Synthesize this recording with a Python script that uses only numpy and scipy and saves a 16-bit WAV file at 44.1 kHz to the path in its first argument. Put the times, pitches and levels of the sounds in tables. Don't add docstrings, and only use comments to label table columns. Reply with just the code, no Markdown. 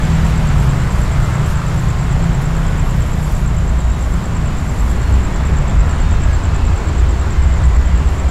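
import sys
import numpy as np
from scipy import signal
from scipy.io import wavfile
from scipy.ndimage import uniform_filter1d

SR = 44100
rng = np.random.default_rng(int(sys.argv[2]) if len(sys.argv) > 2 else 0)


def master(y):
    cut = np.clip(np.atleast_2d(y).T, -1, 1)
    pcm = np.round(cut * 32767)
    wavfile.write(sys.argv[1], SR, pcm.astype(np.int16))


N = 366030
TIME = np.arange(N) / SR


def amp(db):
    return 10 ** (np.asarray(db) / 20)


def unit_rms(x):
    return x / np.sqrt(np.mean(x ** 2) + 1e-20)


def columns(rows, at):
    axis, *rest = np.transpose(rows)
    return [np.interp(at, axis, column) for column in rest]


def add(mix, start, sound):
    part = mix[max(round(start * SR), 0):][:len(sound)]
    part += sound[:len(part)]


def drift(count, seconds):
    width = max(round(seconds * SR), 1)
    return unit_rms(uniform_filter1d(uniform_filter1d(rng.standard_normal(count), width), width))


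def band_noise(count, hz, width_hz):
    carrier = np.exp(2j * np.pi * np.cumsum(hz * np.ones(count)) / SR)
    pole = np.exp(-np.pi * width_hz / SR)
    shifted = rng.standard_normal(count) / carrier
    smoothed = signal.lfilter([1], np.convolve([1, -pole], [1, -pole]), shifted)
    return unit_rms((carrier * smoothed).real)


def shaped_noise(spectrum, size, patchy_db=.5, tilt=((0, 0), (9, 0))):
    frames, hz = 4 * N // size + 5, np.fft.rfftfreq(size, 1 / SR)
    real, imag, patches = rng.standard_normal((frames, len(hz), 3)).T
    patches = unit_rms(uniform_filter1d(uniform_filter1d(patches, 12, 0), 14, 1))
    knot_hz, knot_db = np.transpose(spectrum)
    contour_db = np.interp(np.log(hz + 1), np.log(knot_hz + 1), knot_db)[:, None]
    octaves = np.log2((hz + 30) / 1000)[:, None]
    tilt_db = octaves * columns(tilt, np.arange(frames) * size / 4 / SR)[-1]
    spectra = (real + 1j * imag) * amp(contour_db + tilt_db + patchy_db * patches)
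    return unit_rms(signal.istft(spectra, nperseg=size, noverlap=3 * size // 4)[1][:N])


# frequency in Hz, relative density in dB.
AIR_SPECTRUM = [(3200, -44), (5500, -6), (6500, -5), (7500, -9.5), (8800, -10), (12000, -13), (13500, -19),
                (15700, -18)]

def air_hiss():
    return amp(-51) * shaped_noise(AIR_SPECTRUM, size=1024)


# centre in Hz, bandwidth in Hz, level in dB.
CHORUS_BANDS = [(6940, 260, -52.5), (7360, 224, -52), (7620, 380, -53.5)]

def far_crickets():
    return sum(amp(db + 2.5 * drift(N, .008)) * band_noise(N, hz, width)
               for hz, width, db in CHORUS_BANDS)


# start in seconds, length in seconds, frequency in Hz, rms level in dB.
HORN_PARTIALS = [(0.714, 0.16, 2050, -45), (1.056, 0.4, 2067, -42), (1.799, 0.21, 1052, -37.5),
                 (2.64, 0.17, 1485, -39), (3.65, .18, 3165, -54), (3.65, .18, 4220, -58),
                 (3.7, 0.15, 3692, -54), (3.747, 0.16, 2637, -59), (3.782, .24, 3790, -52),
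                 (4.978, 0.13, 1400, -41), (4.989, .18, 2848, -49), (4.995, 0.19, 4272, -50),
                 (5.253, 0.25, 1860, -45), (5.299, 0.15, 3425, -51), (5.747, 0.12, 1880, -44),
                 (5.88, 0.18, 2848, -49), (5.896, .2, 4295, -54), (6.03, 0.17, 3670, -48),
                 (6.102, .2, 2637, -48), (6.204, 0.17, 1660, -38.5), (6.472, 0.28, 2592, -46),
                 (6.98, 0.19, 3120, -53), (7.277, 0.33, 2085, -43.5), (7.612, 0.35, 1986, -44.5),
                 (7.9, 0.27, 2776, -49)]

def far_horns():
    out = np.zeros(N)
    for start, length, hz, db in HORN_PARTIALS:
        t = np.arange(round(length * SR)) / SR
        tone = np.sqrt(2) * np.sin(2 * np.pi * hz * t)
        add(out, start, amp(db) * tone * signal.windows.tukey(len(t), .3))
    return out


# time in seconds, level in dB, tilt in dB per octave about 1 kHz.
ROAR_COURSE = [(0.0, -25, 0.76), (.9, -25.5, 0.0), (1.45, -27, 0.6), (2.5, -26.5, -.3), (3.7, -29, -0.3),
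               (4.5, -28, -0.26), (5.9, -26, -0.53), (6.3, -27, 0.25), (7.6, -27.5, 0), (8.3, -27.5, -0.4)]
# frequency in Hz, relative density in dB.
ROAR_SPECTRUM = [(140, -32), (230, 0.5), (299, -8), (379, -5.5), (447, -10), (659, -8), (834, -10),
                 (971, -8.5), (1340, -11.5), (2110, -16.5), (2390, -19), (3990, -26), (6300, -32),
                 (8190, -34), (13900, -120)]

def roar():
    level_db, _ = columns(ROAR_COURSE, TIME)
    return amp(level_db) * shaped_noise(ROAR_SPECTRUM, size=1024, patchy_db=.73, tilt=ROAR_COURSE)


# middle in seconds, length in seconds, centre in Hz, bandwidth in Hz, level in dB.
ROAR_SWELLS = [(0.55, .8, 1330, 400, -35), (.7, 2.0, 8200, 700, -53), (1.35, .9, 1250, 440, -33),
               (1.36, .2, 2100, 270, -36), (1.62, .2, 1200, 400, -36), (5.71, .16, 3380, 320, -46),
               (5.9, .8, 1300, 610, -39), (6.02, .2, 2900, 400, -47), (6.9, 3.0, 353, 140, -35),
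               (8.1, .5, 380, 140, -38)]

def roar_swells():
    out = np.zeros(N)
    for middle, length, hz, width, db in ROAR_SWELLS:
        count = round(length * SR)
        band = band_noise(count, hz, width)
        add(out, middle - length / 2, amp(db + 1.5 * drift(count, .02)) * band * np.hanning(count))
    return out


# time in seconds, level in dB.
RUSTLE_FLOOR = [(0.0, -46.5), (1.4, -49), (2.1, -52), (2.6, -48.5), (3.1, -51), (3.9, -56), (5.1, -50.5),
                (5.6, -60), (6.8, -69), (8.3, -64)]
# middle in seconds, length in seconds, level in dB.
RUSTLE_STIRS = [(0.277, 0.13, -46), (.62, 0.18, -45), (.98, 0.22, -47), (1.27, .26, -49), (1.5, .12, -42),
                (1.78, .35, -50), (2.427, 0.037, -43.5), (2.98, .3, -56), (3.308, 0.39, -45),
                (4.103, 0.45, -49.5), (4.75, 0.58, -50), (4.907, 0.079, -47), (5.17, .3, -62),
                (5.48, .08, -56), (5.889, .07, -53), (6.329, .2, -56), (7.245, 0.12, -57),
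                (8.13, 0.16, -51)]
# frequency in Hz, relative density in dB.
RUSTLE_SPECTRUM = [(2500, -40), (4500, 0), (7000, 1.5), (11500, -1.5), (13200, -3.5), (14000, -10),
                   (15800, -21)]

def rustle():
    power = amp(columns(RUSTLE_FLOOR, TIME)[0]) ** 2
    for middle, length, db in RUSTLE_STIRS:
        envelope = amp(db) * signal.windows.tukey(round(length * SR), .67)
        add(power, middle - length / 2, envelope ** 2)
    grain = amp(.82 * drift(N, .002))
    return np.sqrt(power) * grain * shaped_noise(RUSTLE_SPECTRUM, size=256)


# start in seconds, length in seconds, first and last pitch in Hz, level in dB.
SQUEAK_GLIDES = [(2.05, .12, 8500, 8900, -57), (2.84, .09, 11200, 12300, -55),
                 (2.85, .09, 10200, 11000, -60), (2.93, .075, 11400, 12400, -56),
                 (2.98, .07, 12900, 13900, -57), (3.03, 0.15, 11000, 11100, -55),
                 (3.05, .08, 11900, 11300, -58), (3.06, .14, 13150, 13050, -59),
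                 (3.16, .07, 12200, 12400, -56), (3.2, .1, 11100, 11700, -53),
                 (4.75, .08, 9900, 12600, -54), (4.89, .05, 13300, 11300, -58),
                 (4.83, .07, 13200, 13400, -58), (5.0, .29, 10550, 10520, -62),
                 (5.06, .11, 13300, 13200, -63), (5.862, 0.18, 9050, 8650, -56),
                 (7.561, 0.13, 11400, 10410, -66), (7.6, .1, 8550, 8600, -55)]

def squeaks():
    out = np.zeros(N)
    for start, length, first_hz, last_hz, db in SQUEAK_GLIDES:
        count = round(length * SR)
        hz = np.linspace(first_hz, last_hz, count) * (1 + .006 * drift(count, .006))
        envelope = amp(db + 2.2 * drift(count, .004)) * signal.windows.tukey(count, .4)
        add(out, start, envelope * band_noise(count, hz, width_hz=330))
    return out


# start in seconds, relative level in dB, centre in Hz.
DRY_TICKS = [(.998, -37, 12500), (1.11, -39, 12000), (2.4204, -29, 11500), (3.3228, -26, 12400)]

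def ticks():
    out, t = np.zeros(N), np.arange(600) / SR
    for start, db, hz in DRY_TICKS:
        add(out, start, amp(db) / 2 * band_noise(len(t), hz, width_hz=5000) * np.exp(-t / .0018))
    return out


CHIRP_STARTS = [.0364, .139, 0.252, .3618, 0.474, .586, .6955, 0.803, .9074, 1.018, 1.1207, 1.231, 1.34,
                1.4468, 1.5569, 1.6673, 1.778, 1.888, 1.997, 2.113, 2.2259, 2.3347, 2.4426, 2.5527, 2.667,
                2.7826, 2.8949, 3.0075, 3.118, 3.23, 3.351, 3.4618, 3.5685, 3.6793, 3.7901, 3.9031, 4.01,
                4.1242, 4.2419, 4.3544, 4.4597, 4.5712, 4.679, 4.7921, 4.901, 5.016, 5.1263, 5.2375, 5.3457,
                5.4554, 5.5717, 5.6821, 5.7928, 5.8968, 6.004, 6.1131, 6.2219, 6.334, 6.4398, 6.5475,
                6.6535, 6.7626, 6.8741, 6.983, 7.0941, 7.1986, 7.3077, 7.4241, 7.526, 7.6402, 7.7495,
                7.8593, 7.9622, 8.0736, 8.1839, 8.29]
# time in seconds, levels of the first and second wing stroke in dB.
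STROKE_LEVELS = [(0.0, -30.5, -29.5), (2.4, -32.5, -29.5), (5.0, -31, -28.5), (6.3, -29, -28),
                 (7.5, -30.5, -30), (8.3, -32, -30)]

def near_cricket():
    out, t = np.zeros(N), np.arange(round(.013 * SR)) / SR
    first_hump = (t / .002) ** 2 * np.exp(2 - t / .00105)
    envelope = first_hump + .5 * np.exp(-((t - .007) / .0022) ** 2)
    glide_hz, spacing_s = 7730 - 61000 * t, .0163
    for start in CHIRP_STARTS:
        detune, scatter_db = rng.standard_normal((2, 2))
        for stroke, db in enumerate(columns(STROKE_LEVELS, start) + scatter_db):
            phase = 2 * np.pi * np.cumsum(glide_hz * (1 + .005 * detune[stroke])) / SR
            whistle = np.sin(phase) + .03 * np.sin(2 * phase)
            add(out, start - .003 + spacing_s * stroke, amp(db) * envelope * whistle)
    tail = rng.standard_normal(SR // 5) * amp(-60 * TIME[:SR // 5] / .15)
    return out + amp(-11) * signal.oaconvolve(out, tail / np.linalg.norm(tail))[:N]


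# time in seconds, levels of the deep and upper band in dB.
RUMBLE_LEVELS = [(0.0, -17.5, -13.5), (.7, -16.5, -16), (1.4, -16, -20), (2.1, -16.5, -24.5),
                 (3.5, -18, -20.5), (4.9, -20, -16), (6.2, -13, -19), (7.0, -17.5, -21.5), (7.6, -15, -21),
                 (8.3, -23, -22.5)]
# frequency in Hz, relative density in dB.
DEEP_SPECTRUM = [(8.8, -18), (15, -1.5), (59, 3), (100, -8.5), (130, -43), (220, -120)]
UPPER_SPECTRUM = [(53, -0.5), (90, 3), (168, -2.5), (300, -20), (390, -51), (660, -120)]
# time in seconds, tilt in dB per octave.
UPPER_TILT = [(0.0, 0.5), (9.0, -2)]

def rumble():
    deep_db, upper_db = columns(RUMBLE_LEVELS, TIME)
    deep = amp(deep_db) * shaped_noise(DEEP_SPECTRUM, size=8192, patchy_db=.4)
    return deep + amp(upper_db) * shaped_noise(UPPER_SPECTRUM, size=4096, tilt=UPPER_TILT)


# frequency in Hz, gain in dB.
PIPE_RESPONSE = [(28, -2), (40, -8.5), (70, -5.5), (105, -10), (130, -6), (165, -1), (195, -12), (225, -14),
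                 (300, -39.5)]
# gain in dB, for harmonics 1 to 7.
HARMONIC_GAINS = [1, -1.5, -1.5, 0.9, -0.4, -3.5, -5.5]

def harmonic_tone(rows, harmonics, waver, flutter_db=2.2, through_pipe=False):
    t = np.arange(rows[0][0], rows[-1][0], 1 / SR)
    hz, *levels_db = columns(rows, t)
    if through_pipe:
        levels_db = [levels_db[0] + db + columns(PIPE_RESPONSE, k * hz)[0]
                     for k, db in zip(harmonics, HARMONIC_GAINS)]
    cycles = np.cumsum(hz * (1 + waver * drift(len(t), .1))) / SR
    out, fade = np.zeros(N), signal.windows.tukey(len(t), .02)
    for k, db in zip(harmonics, levels_db):
        envelope = np.sqrt(2) * amp(db + flutter_db * drift(len(t), .07)) * fade
        add(out, t[0], envelope * np.sin(2 * np.pi * (k * cycles + rng.random())))
    return out


# time in seconds, pitch in Hz, level in dB.
LOW_DRONES = [
    [(3.1, 45.7, -46), (3.4, 49.83, -18), (3.65, 56.93, -17), (3.95, 59, -13), (4.3, 55, -38)],
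    [(5.2, 47.1, -46), (5.75, 50.16, -17), (6.3, 54.22, -21), (7.0, 58.77, -16), (7.4, 58.82, -20),
     (7.8, 58.04, -11.5), (8.3, 57.4, -26)],
    [(4.3, 24.6, -38), (4.7, 25.66, -19), (5.4, 32.3, -28.5), (5.85, 32.5, -17.5), (6.6, 36, -39)],
    [(7.2, 66.9, -42), (7.45, 66.02, -17.5), (8.3, 63.22, -20)],
    [(7.3, 49.44, -38), (7.9, 49.37, -22), (8.3, 49.3, -37)],
]

def low_drones():
    return sum(harmonic_tone(rows, [1], waver=.012) for rows in LOW_DRONES)


# time in seconds, firing rate in Hz, level in dB before cylinders and pipe.
SLOWING_ENGINE = [(0.0, 40.6, -15.5), (.35, 39.0, -16.5), (.7, 37.4, -20.5), (1.5, 35.1, -23.5),
                  (2.1, 33.64, -21), (3.2, 30.0, -19.5), (4.2, 27.9, -25.5), (4.7, 27.0, -30)]
# time in seconds, firing rate in Hz, levels of harmonics 4 and 5 in dB.
COASTING_ENGINE = [(.1, 35.67, -33, -41), (.7, 31.75, -21, -42), (1.3, 29.7, -22, -23.5),
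                   (2.3, 27.96, -25, -22.5), (2.9, 26.76, -40, -23.5), (3.2, 26.2, -50, -47)]
# time in seconds, firing rate in Hz, levels of harmonics 1 and 2 in dB.
REVVING_ENGINE = [(4.5, 51.1, -53, -50), (4.8, 54.74, -19, -42), (5.2, 63.8, -18.5, -40),
                  (5.6, 72, -19, -22), (6.0, 79.93, -20.5, -28), (6.4, 82.3, -18.5, -44),
                  (6.7, 80.7, -16, -44), (7.1, 75.4, -16.5, -42), (7.5, 74.04, -24.5, -43),
                  (7.9, 73.1, -19, -46), (8.3, 72, -19.5, -51)]

def diesel_engines():
    slowing = harmonic_tone(SLOWING_ENGINE, range(1, 8), waver=.004, flutter_db=2.5, through_pipe=True)
    coasting = harmonic_tone(COASTING_ENGINE, [4, 5], waver=.01)
    revving = harmonic_tone(REVVING_ENGINE, [1, 2], waver=.015)
    return slowing + coasting + revving


def scene():
    station = diesel_engines() + low_drones() + rumble() + roar() + roar_swells()
    crickets = near_cricket() + far_crickets()
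    close_by = rustle() + air_hiss() + squeaks() + ticks()
    return (station + crickets + close_by + far_horns())[None]


def record(dry):
    ceiling, cutoff_hz = .96, 15750
    rounded = dry / (1 + abs(dry / ceiling) ** 4) ** (1 / 4)
    low_pass = signal.firwin(1023, cutoff_hz, window=("kaiser", 9), fs=SR)
    return signal.oaconvolve(rounded, low_pass[None], "same")


dry = scene()
out = record(dry)
master(out)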